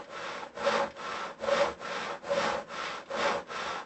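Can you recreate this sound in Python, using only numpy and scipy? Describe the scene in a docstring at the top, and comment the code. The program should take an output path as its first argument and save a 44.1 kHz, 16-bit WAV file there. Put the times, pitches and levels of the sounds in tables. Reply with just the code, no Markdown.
"""Sawing a hollow pumpkin

A small hand saw works back and forth through the thick wall of a pumpkin on a table in a small room.
Random snaps of torn fibre are coloured into rasp, bite and fizz and set the hollow and blade ringing.
Cutting strokes are loud, with juddering catches; return strokes are lighter and mostly rasp.
Clicks at some turns, soft low thuds as the pumpkin rocks and a faint noise background complete the scene.
"""
import sys
import numpy as np
from scipy import signal
from scipy.fft import rfft, irfft
from scipy.io import wavfile

SR = 44100
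rng = np.random.default_rng(int(sys.argv[2]) if len(sys.argv) > 2 else 0)


def file_out(sig):
    """Save sig as 16-bit WAV at sys.argv[1]."""
    # one column per channel
    cols = np.atleast_2d(sig).T
    # limit, then scale
    lim = np.clip(cols, -1, 1)
    pcm = np.round(lim * 32767).astype(np.int16)
    wavfile.write(sys.argv[1], SR, pcm)


N = 169785
T = np.arange(N) / SR  # seconds

# strokes in each direction: start_s, end_s, level_db, fastest_point (0-1 of the stroke),
# treble_db, hollow_ring_db, bite_db
CUT_STROKES = [(-.36, .078, -5.5, 0.47, 6, 1.5, -0.5), (.525, .92, -1, 0.49, -1.5, -0.5, 0),
               (1.365, 1.77, -0.5, .53, -2.5, 0, -1.5), (2.203, 2.66, -2, 0.5, -1.5, 2, -1),
               (3.06, 3.448, -1, 0.49, -0.5, 0, -0.5)]
RETURN_STROKES = [(.068, .505, -2, 0.45, 1.5, 1.5, 0), (.935, 1.353, 0.5, 0.49, -0.5, -1.5, 2),
                  (1.772, 2.195, 0.5, 0.45, 2.5, 0.5, 3.5), (2.658, 3.05, 0.5, .49, 3, -2, -2),
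                  (3.455, 3.865, 2, 0.43, 1, -6.5, 0.5)]
# moments when the blade catches and judders: middle_s, half_length_s, level_db
CATCHES = [(0.579, 0.011, -36), (0.673, .016, -24), (0.752, 0.015, -31), (0.826, 0.021, -30),
           (1.443, 0.005, -27.5), (1.491, 0.0069, -24), (1.525, 0.011, -23), (1.615, .012, -21.5),
           (1.647, 0.0067, -37), (2.314, 0.018, -30), (2.383, 0.012, -26), (2.551, 0.009, -32),
           (2.583, 0.0071, -34), (3.113, 0.011, -37), (3.207, .014, -31), (3.262, 0.015, -28.5),
           (3.36, 0.015, -33)]
# small clicks as the blade turns round: start_s, level_db
TICKS = [(0.043, -49), (0.907, -45), (.967, -48), (3.058, -50.5), (3.472, -52)]
# the pumpkin rocking on the table: middle_s, level_db
THUDS = [(.61, -60.5), (.885, -56.5), (1.45, -57.5), (1.7, -51), (2.34, -61), (2.54, -52.5), (2.82, -69),
         (3.29, -74), (3.375, -54.5), (3.68, -55.5)]

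# resonances of the pumpkin and of the saw blade: pitch_hz, width_hz, level_db
HOLLOW_MODES = [(179.8, 11, -18.5), (228.6, 15, -10.5), (353.5, 32, -14.5), (503, 30, -6), (548.2, 35, 1.5),
                (715, 48, -12.5), (819, 46, -11), (1022, 29, -9), (1250, 70, -15), (1363, 23, -19),
                (1440, 55, -14)]
BLADE_MODES = [(1075, 17, 2.5), (1252, 35, -4), (1328, 41, 8), (1380, 120, -2.5), (1940, 76, -1.5),
               (2120, 60, -12.5), (2523, 45, 0), (3320, 38, -5.5), (3440, 87, -6.5), (3930, 35, -17),
               (5340, 240, -20)]

# tone colours of the rasp each way, the bite, the wet fizz and the background: pitch_hz, level_db (per Hz)
CUT_RASP = [(40, -41), (140, -21.5), (220, -13.5), (300, -9), (480, -1.5), (700, -4), (1000, 0.5),
            (1400, 0.5), (2200, -14.5), (4000, -17.5), (8000, -47.5)]
RETURN_RASP = [(40, -29.5), (130, -13.5), (175, -1.5), (290, -12), (500, 5), (750, -3.5), (1400, 0.5),
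               (1700, -1), (2300, -21), (4000, -21), (8000, -31.5)]
BITE_COLOUR = [(40, -39), (125, -22.5), (210, -8.5), (330, -6), (480, 0), (660, -5.5), (830, 6.5),
               (1030, 0), (1550, -5.5), (2300, -17), (8000, -48)]
FIZZ_COLOUR = [(300, -22.5), (1200, -6), (2000, 6.5), (2900, 0), (3700, 0.5), (4100, -5.5), (5500, -3.5),
               (6400, -13.5), (7800, -17)]
BACKGROUND_COLOUR = [(20, -31.5), (50, -12.5), (75, 7), (100, -29), (175, 0.5), (300, 9), (600, 2.5),
                     (1500, 0), (3500, -14), (8000, -23.5)]
# how long the room rings: pitch_hz, t60_s
ROOM_DECAY = [(100, 0.8), (500, 0.22), (2000, 0.18), (8000, 0.19)]

# balance each way: *_db is a layer's level at full speed, *_power the power of speed it follows
# (bite follows its own arch); level_off flattens the top of the speed arch;
# deepest is where the teeth bite most (0-1 of the stroke)
CUT_BALANCE = dict(level_off=.5, rasp_db=-35, rasp_power=2.27, fizz_db=-33.5, fizz_power=5.3, hollow_db=-32.5, hollow_power=1.18, blade_db=-41.5, teeth_db=-36, bite_db=-32, bite_power=2.76, deepest=0.72)
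RETURN_BALANCE = dict(level_off=1.6, rasp_db=-41.5, rasp_power=1.78, fizz_db=-45, fizz_power=2.94, hollow_db=-46, hollow_power=0.35, blade_db=-43, teeth_db=-48.5, bite_db=-43, bite_power=1.5, deepest=0.79)

TOOTH_HZ, TOOTH_JITTER = 1257, 0.18  # teeth per second at full speed; rms unevenness as a fraction
SNAPS_PER_S, BITES_PER_S, SNAP_SPREAD_DB = 6000, 1500, 2.5
JOLT_DELAY_S, FREE_S = 0.04, 0.0037  # the blade breaks free this long into a stroke, this abruptly
JOLT_DB, JOLT_S = 3, 0.044  # upper limit of the jolt's level boost, and how long it fades
ROUGH_DB, ROUGH_HZ = 1.35, 220  # coarse grit of single teeth: rms depth, rate
UNEVEN_DB, UNEVEN_HZ = 0.67, 49  # slower unevenness of the tearing: rms depth, rate
JUDDER_HZ, JUDDER_WANDER = 559, 0.026  # rms wander as a fraction
TICK_S = 0.009
THUD_S, THUD_HZ, THUD_UPPER_HZ, THUD_UPPER_DB = 0.042, 74, 118, -6
ROOM_DB, EARLY_DB, EARLY_S, EARLY_FROM_HZ = -11, -6, 0.017, 1310  # echo levels are relative to the dry saw
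SAW_MIX_DB, BACKGROUND_DB = -1, -57.5
EDGE_HZ = 8050


def amp(db):
    """Decibels to gain."""
    return 10 ** (np.asarray(db) / 20)


def unit(x):
    """Scales a sound to rms 1."""
    return x / np.sqrt(np.mean(x ** 2) + 1e-20)


def read(points, hz):
    """Reads a table on a log-frequency axis."""
    f, value = np.transpose(points)
    return np.interp(np.log(hz + 1), np.log(f), value)


def colour(x, points):
    """Gives a flat sound a spectrum, at rms 1."""
    gain = amp(read(points, np.fft.rfftfreq(N, 1 / SR)))
    return unit(irfft(rfft(x) * gain, N))


def wander(hz):
    """Random drift that moves no faster than about the given rate, rms 1."""
    lowpass = 1 / (1 + (np.fft.rfftfreq(N, 1 / SR) / hz) ** 4)
    return unit(irfft(rfft(rng.standard_normal(N)) * lowpass, N))


def ring(x, modes):
    """Excites a resonant body: each mode is a cosine that dies faster the wider it is; rms 1."""
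    t = T[:SR // 5]
    body = np.zeros(len(t))
    for hz, width, db in modes:
        decay = np.sqrt(width) * np.exp(-np.pi * width * t)
        body += amp(db) * decay * np.cos(2 * np.pi * hz * t)
    return unit(signal.fftconvolve(x, body)[:N])


def snaps(per_s=SNAPS_PER_S):
    """Dense tiny snaps of tearing fibres at random moments, a few of them larger."""
    size = amp(SNAP_SPREAD_DB * np.minimum(rng.exponential(1, N), 4))
    happens = rng.random(N) < per_s / SR
    return size * rng.choice([-1, 1], N) * happens


def background():
    """Faint steady noise behind the saw."""
    return amp(BACKGROUND_DB) * colour(rng.standard_normal(N), BACKGROUND_COLOUR)


def room(x):
    """Quick bright reflections from the table top, then a short tail that is duller as it dies."""
    t = T[:SR // 2]
    hits = rng.random(len(t)) < 2000 / SR  # reflections per second
    taps = rng.choice([-1., 1.], len(t)) * hits * (t > 0.001)
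    highpass = signal.butter(2, EARLY_FROM_HZ, "high", fs=SR, output="sos")
    early = signal.sosfilt(highpass, taps * np.exp(-t / EARLY_S))

    # each band of the noise tail falls 60 dB in its own decay time
    noise = rng.standard_normal(len(t)) * (t > 0.008)
    hz, when, bands = signal.stft(noise, SR, nperseg=256)
    fade = amp(-60 * when / read(ROOM_DECAY, hz)[:, None])
    tail = signal.istft(bands * fade, SR, nperseg=256)[1][:len(t)]

    echo = amp(EARLY_DB) * early / np.linalg.norm(early)
    echo += amp(ROOM_DB) * tail / np.linalg.norm(tail)
    return x + signal.fftconvolve(x, echo)[:N]


def thuds():
    """The pushed pumpkin rocks on the table: two low sines under a soft swell for each thud."""
    out = np.zeros(N)
    for middle, db in THUDS:
        phase, upper_phase = 2 * np.pi * rng.random(2)
        sway = np.sin(2 * np.pi * THUD_HZ * T + phase)
        sway += amp(THUD_UPPER_DB) * np.sin(2 * np.pi * THUD_UPPER_HZ * T + upper_phase)
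        out += amp(db) * np.exp(-((T - middle) / THUD_S) ** 2) * sway
    return out


def ticks():
    """The blade clicks in the slot as it changes direction: short decaying bursts of bright noise."""
    level = np.zeros(N)
    for start, db in TICKS:
        level += amp(db) * (T > start) * np.exp(-abs(T - start) / TICK_S)
    return level * colour(rng.standard_normal(N), FIZZ_COLOUR)


def judder():
    """A caught blade sticks and slips: a wavering tone near the hollow's main mode, with pulsing fizz."""
    grip = np.zeros(N)
    for middle, half, db in CATCHES:
        grip += amp(db) * np.exp(-((T - middle) / half) ** 2)
    pitch_hz = JUDDER_HZ * (1 + JUDDER_WANDER * wander(47.4))
    phase = 2 * np.pi * np.cumsum(pitch_hz) / SR
    pulsing_fizz = 0.096 * (1 + np.cos(phase)) * colour(snaps(), FIZZ_COLOUR)
    return grip * (unit(np.sin(phase)) + pulsing_fizz)


def arch(start, end, top):
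    """One stroke of the arm: from rest up to 1 and back to rest."""
    peak = start + (end - start) * np.clip(top, 0.1, 0.9)
    return np.sin(np.pi * np.interp(T, [start, peak, end], [0, 0.5, 0]))


def teeth(pace):
    """Teeth slip through the rind at an uneven rate that follows the blade's speed."""
    rate_hz = TOOTH_HZ * pace * (1 + TOOTH_JITTER * wander(396.1))
    phase = 2 * np.pi * np.cumsum(rate_hz) / SR
    return unit(np.sin(phase) + 0.16 * np.sin(2 * phase))


def jolt(start):
    """Level boost in dB as the blade breaks free early in a stroke: a quick rise, then a fade."""
    since = T - start - JOLT_DELAY_S
    free = 0.5 + 0.5 * np.tanh(since / FREE_S)
    return JOLT_DB * free * np.exp(-abs(since) / JOLT_S)


def sawing(strokes, rasp_colour, level_off, rasp_db, rasp_power, fizz_db, fizz_power,
           hollow_db, hollow_power, blade_db, teeth_db, bite_db, bite_power, deepest):
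    """Strokes one way: rasping flesh, wet fizz at speed, a duller late bite, ringing hollow and blade."""
    pace, rasp, fizz, hollow, bite = np.zeros((5, N))
    for start, end, db, fastest, treble_db, ring_db, press_db in strokes:
        speed = np.tanh(level_off * arch(start, end, fastest)) / np.tanh(level_off)
        jolt_db = jolt(start)
        pace += speed
        rasp += amp(db + jolt_db) * speed ** rasp_power
        fizz += amp(db + treble_db) * speed ** fizz_power
        hollow += amp(db + ring_db + jolt_db) * speed ** hollow_power
        bite += amp(db + press_db) * arch(start, end, deepest) ** bite_power

    scrape = amp(rasp_db) * colour(snaps(), rasp_colour)
    scrape += amp(blade_db) * ring(snaps(), BLADE_MODES)
    scrape += amp(teeth_db) * teeth(pace)
    biting = bite * amp(bite_db) * colour(snaps(BITES_PER_S), BITE_COLOUR)
    flesh = (rasp * scrape + biting) * amp(ROUGH_DB * wander(ROUGH_HZ))
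    tearing = flesh + fizz * amp(fizz_db) * colour(snaps(), FIZZ_COLOUR)
    ringing = hollow * amp(hollow_db) * ring(snaps(), HOLLOW_MODES)
    return tearing * amp(UNEVEN_DB * wander(UNEVEN_HZ)) + ringing


def scene():
    """The saw in the room, over the thuds and the quiet background."""
    cuts = sawing(CUT_STROKES, CUT_RASP, **CUT_BALANCE)
    returns = sawing(RETURN_STROKES, RETURN_RASP, **RETURN_BALANCE)
    saw = cuts + returns + ticks() + judder()
    return (amp(SAW_MIX_DB) * room(saw) + thuds() + background())[None]


def record(dry):
    """Cuts the treble steeply above the band edge."""
    lowpass = signal.firwin(701, EDGE_HZ, window=("kaiser", 9), fs=SR)
    return signal.oaconvolve(dry, lowpass[None], "same")


dry = scene()
out = record(dry)
file_out(out)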